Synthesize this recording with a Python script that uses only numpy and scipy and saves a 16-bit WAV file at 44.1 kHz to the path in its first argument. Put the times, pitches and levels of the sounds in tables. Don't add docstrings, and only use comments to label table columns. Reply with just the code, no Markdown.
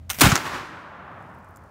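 import sys
import numpy as np
from scipy import signal
from scipy.fft import rfft, irfft
from scipy.io import wavfile

SR = 44100
rng = np.random.default_rng(int(sys.argv[2]) if len(sys.argv) > 2 else 0)


def unload_wav(signal):
    wavfile.write(
        sys.argv[1],
        SR,
        np.round(np.clip(np.atleast_2d(signal).T, -1, 1) * 32767).astype(np.int16),
    )


N = 74970
T = np.arange(N) / SR
HZ = np.maximum(np.arange(N + 1) * SR / (2 * N), 1)
SHOT_S, ROAR_S = .2068, .214

# frequency in Hz, relative level in dB.
CRACK_COLOUR = [(40, -19.5), (120, -3.5), (300, 1.5), (800, -2.5), (2200, -9.5), (3200, -8), (8000, -6.5),
                (11000, -11), (15500, -11)]
ROAR_COLOUR = [(25, -19), (55, -5.5), (110, -5), (200, 4.5), (330, -1.5), (500, -10), (1100, -4.5),
               (1700, -4.5), (3000, -8.5), (5000, -15), (8500, -15), (11000, -19.5), (15500, -20)]
CLICK_COLOUR = [(150, -27), (400, -17.5), (620, -7), (1300, 4.5), (3400, 1), (4700, -5), (6200, 7.5),
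                (7600, -6.5), (9000, 6.5), (10700, -12.5), (12700, -0.5), (15500, -4.5)]
RATTLE_COLOUR = [(150, -13.5), (500, -3), (1100, -2), (2200, 4.5), (4300, -6.5), (9000, -4), (10700, -6),
                 (12700, 1), (15500, -2.5)]
SPIT_COLOUR = [(60, 2), (220, 6), (600, 2), (3000, 0), (7000, -3), (15000, -4)]
SLAP_COLOUR = [(100, -16.5), (500, -10), (1300, 6.5), (3300, -7), (5000, -4.5), (6800, 2), (8500, -8),
               (15000, -5.5)]
NEAR_COLOUR = [(30, -23.5), (70, -5.5), (130, -2), (220, -8.5), (330, -2), (460, -8), (700, -5), (1200, 2),
               (1800, -1.5), (3000, -8.5), (6000, -11.5), (10000, -16), (15500, -15)]
FAR_COLOUR = [(40, -24), (90, -5.5), (170, -5.5), (380, -11.5), (700, -3.5), (1100, 0.5), (1600, -1),
              (2200, -8.5), (3200, -13), (5000, -21.5), (9000, -21.5)]
RUMBLE_COLOUR = [(20, -28.5), (50, -7.5), (88, -1.5), (125, -6.5), (220, -11), (380, -30), (600, -24.5),
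                 (1000, -35), (2500, -42.5), (6000, -52), (15000, -62)]
RUSTLE_COLOUR = [(1000, -28), (5000, 0), (15000, -10)]
# peak time in seconds, pitch then in Hz, level in dB,
# spread around the peak in seconds.
THUMPS = [(.2230, 295, -9, .0045), (.2412, 120, -7.5, .0052), (.2500, 65, -18, .012),
          (.2645, 240, -12, .0035), (.2703, 130, -8.5, .005), (.2840, 65, -20.5, .010),
          (.3290, 135, -8, .0036)]
# start in
# seconds, level in dB, seconds to fade by 60 dB, frequency in Hz where it rings most.
LOCK_BLOWS = [(.0950, -33, .11, 2000), (0.1008, -15.5, 0.023, 4000), (0.102, -24.5, 0.053, 3000),
              (0.1056, -26, 0.027, 2800), (0.1095, -25.5, 0.037, 850), (0.1135, -24, 0.011, 1400),
              (0.133, -30.5, 0.0093, 2200), (.146, -35, .04, 12000)]
# pitch in Hz, relative level in dB, an unused value.
RIFLE_TONES = [(790, -2, .025), (1428, -1, .045), (1740, -15, .06), (2150, -6, .055), (2790, -18, .08),
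               (3000, -6, .04), (3410, -13, .08), (3960, -16, .1), (5836, -13, .05), (9080, -13, .08),
               (12280, -13, .13), (12860, -13, .13), (14580, -6, .12)]
# start in seconds, level in dB, seconds to fade by 60 dB.
SPITS = [(0.1867, -24, .025), (0.1939, -31.5, .05), (0.197, -27.5, 0.075), (0.1978, -30.5, .05)]
# start in seconds, level in dB, seconds to fade by 60 dB,
# frequency in Hz above which it is dulled.
SLAPS = [(.2175, -26, 0.0029, 3000), (0.2196, -9, 0.0081, 2568), (.2285, -32, 0.03, 12000),
         (0.256, -16.5, 0.064, 6034), (.2990, -19.5, 0.054, 7000), (0.3175, -14, 0.063, 4630),
         (0.335, -18, 0.0077, 1500), (0.3524, -24, 0.11, 7000), (0.3562, -2.5, 0.0034, 11900),
         (0.3575, -22, 0.056, 7250), (0.3633, -12.5, 0.011, 5500), (0.3768, -17.5, 0.018, 3500)]
# time in seconds, level in dB before dulling.
NEAR_WOODS = [(.25, -26.5), (.38, -26), (.435, -29.5), (.47, -23.5), (.505, -28.5), (.545, -24), (.61, -29),
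              (.68, -34), (.85, -39.5), (1.1, -50.5)]
FAR_WOODS = [(.5, -55), (.72, -36), (.85, -37), (1.0, -34), (1.18, -32.5), (1.3, -34.5), (1.45, -37),
             (1.7, -38)]
# time in seconds, level change in dB.
RUMBLE_DIP = [(.18, 9), (.3, 2), (0.949, -6), (1.299, 1.5)]
# start in seconds, level in dB, centre frequency in Hz.
TICKS = [(1.225, -59, 7010), (1.3480, -59, 10950), (1.3863, -58, 13500), (1.4464, -57, 8560),
         (1.4890, -59, 11970), (1.508, -58, 13020), (1.5604, -44, 6960), (1.5680, -55.5, 13040),
         (1.5705, -48.5, 7000), (1.5768, -62, 11000), (1.639, -58, 9960)]


def muzzle_blast():
    crack = noise(CRACK_COLOUR) * envelope(SHOT_S, fade_s=.027, rise_s=.003, hold_s=.0115)
    gas = noise(ROAR_COLOUR, grains(per_s=9000, spread_db=3))
    flutter = undb(2.03 * wander(width_hz=55))
    roar = dulled(unit(gas * flutter), ROAR_S, db_per_s=10)
    roar *= envelope(ROAR_S, fade_s=.38, rise_s=.00096, hold_s=.042)
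    return undb(-7.5) * crack + undb(-12) * roar


def thumps():
    fall_per_s = 32
    waves = 0
    for peak_s, hz, db, spread_s in THUMPS:
        age = T - peak_s
        cycles = hz * (1 - np.exp(-fall_per_s * age)) / fall_per_s
        swell = np.exp(-.5 * (age / spread_s) ** 2)
        waves -= undb(db) * swell * np.cos(2 * np.pi * cycles)
    return waves


def lock():
    blows = [((undb(db) * envelope(start, fade_s)) ** 2, hz) for start, db, fade_s, hz in LOCK_BLOWS]
    reach_octaves = .45
    ring = 0
    for hz, db, _ in RIFLE_TONES:
        shares = [power / (1 + (np.log2(hz / centre) / reach_octaves) ** 2) for power, centre in blows]
        tone = np.sin(2 * np.pi * (hz * T + rng.random()))
        ring += undb(db - 3) * np.sqrt(sum(shares)) * tone
    clicks = np.sqrt(sum(power for power, _ in blows)) * noise(CLICK_COLOUR)
    rattle = noise(RATTLE_COLOUR, grains(per_s=4700, spread_db=5.5)) * envelope(.101, fade_s=.69)
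    return clicks + undb(-34) * rattle + ring


def priming():
    return noise(SPIT_COLOUR) * sum(undb(db) * envelope(start, fade_s) for start, db, fade_s in SPITS)


def slaps():
    return sum(undb(db) * envelope(start, fade_s) * noise(SLAP_COLOUR, edge_hz=hz)
               for start, db, fade_s, hz in SLAPS)


def woods(levels, colour):
    echoes = noise(colour, grains(per_s=9000, spread_db=2))
    return dulled(echoes, SHOT_S, db_per_s=8) * level_curve(levels) * (T > ROAR_S)


def rumble():
    hum = undb(-58.5) * wander(width_hz=9, centre_hz=83)
    air = undb(-55.5) * noise(RUMBLE_COLOUR)
    return (air + hum) * level_curve(RUMBLE_DIP)


def ticks():
    sound = 0
    for start, db, hz in TICKS:
        low, high = hz / 2 ** .5, hz * 2 ** .5
        colour = [(low / 2, -18), (low, -9), (hz, 0), (high, -9)]
        sound += undb(db) * envelope(start, fade_s=.012) * noise(colour)
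    return sound


def rustle():
    fade_in = np.clip((T - .95) / .28, 0, 1)
    return undb(-74) * noise(RUSTLE_COLOUR, grains(per_s=1500, spread_db=1.5)) * fade_in


def undb(db):
    return 10 ** (np.asarray(db) / 20)


def unit(x):
    return x / np.sqrt(np.mean(x ** 2))


def level_curve(points):
    times, db = np.array(points).T
    return undb(np.interp(T, times, db))


def envelope(start, fade_s, rise_s=.000078, hold_s=0):
    age = T - start
    return np.clip(age / rise_s, 0, 1) * np.exp(-np.log(1000) * np.maximum(age - hold_s, 0) / fade_s)


def noise(colour, source=None, edge_hz=None):
    hz, db = np.array(colour, float).T
    gain = undb(np.interp(np.log(HZ), np.log(hz), db))
    gain *= HZ ** 2 / (HZ ** 2 + 20 ** 2)
    if edge_hz is not None:
        gain /= np.hypot(1, (HZ / edge_hz) ** 2)
    source = rng.standard_normal(N) if source is None else source
    return unit(irfft(rfft(source, 2 * N) * gain)[:N])


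def grains(per_s, spread_db):
    clicks = (rng.random(N) < per_s / SR) * rng.choice([-1, 1], N)
    return clicks * undb(spread_db * rng.standard_normal(N))


def wander(width_hz, centre_hz=0):
    band = np.exp(-.5 * ((HZ - centre_hz) / width_hz) ** 2)
    return unit(irfft(rfft(rng.standard_normal(2 * N)) * band)[:N])


def dulled(x, start, db_per_s):
    centres = np.geomspace(100, 16000, 16)
    spectrum, age = rfft(x, 2 * N), np.maximum(T - start, 0)
    sound = 0
    for hz, share in zip(centres, np.eye(len(centres))):
        band = irfft(spectrum * np.interp(np.log(HZ), np.log(centres), share))[:N]
        loss_db = db_per_s * (hz / 1000) ** .79 * age
        sound += band * undb(-loss_db)
    return sound


def scene():
    echoes = slaps() + woods(NEAR_WOODS, NEAR_COLOUR) + woods(FAR_WOODS, FAR_COLOUR)
    rifle = lock() + priming() + muzzle_blast() + thumps()
    background = rumble() + ticks() + rustle()
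    microphone_hiss = undb(-80.5) * rng.standard_normal(N)
    mono = rifle + echoes + background + microphone_hiss
    return np.array([mono, mono])


def record(dry):
    ceiling, top_hz = .88, 15650
    rounded = dry / (1 + (dry / ceiling) ** 4) ** .25
    return signal.sosfilt(signal.ellip(10, .2, 80, top_hz, fs=SR, output="sos"), rounded)


dry = scene()
out = record(dry)
unload_wav(out)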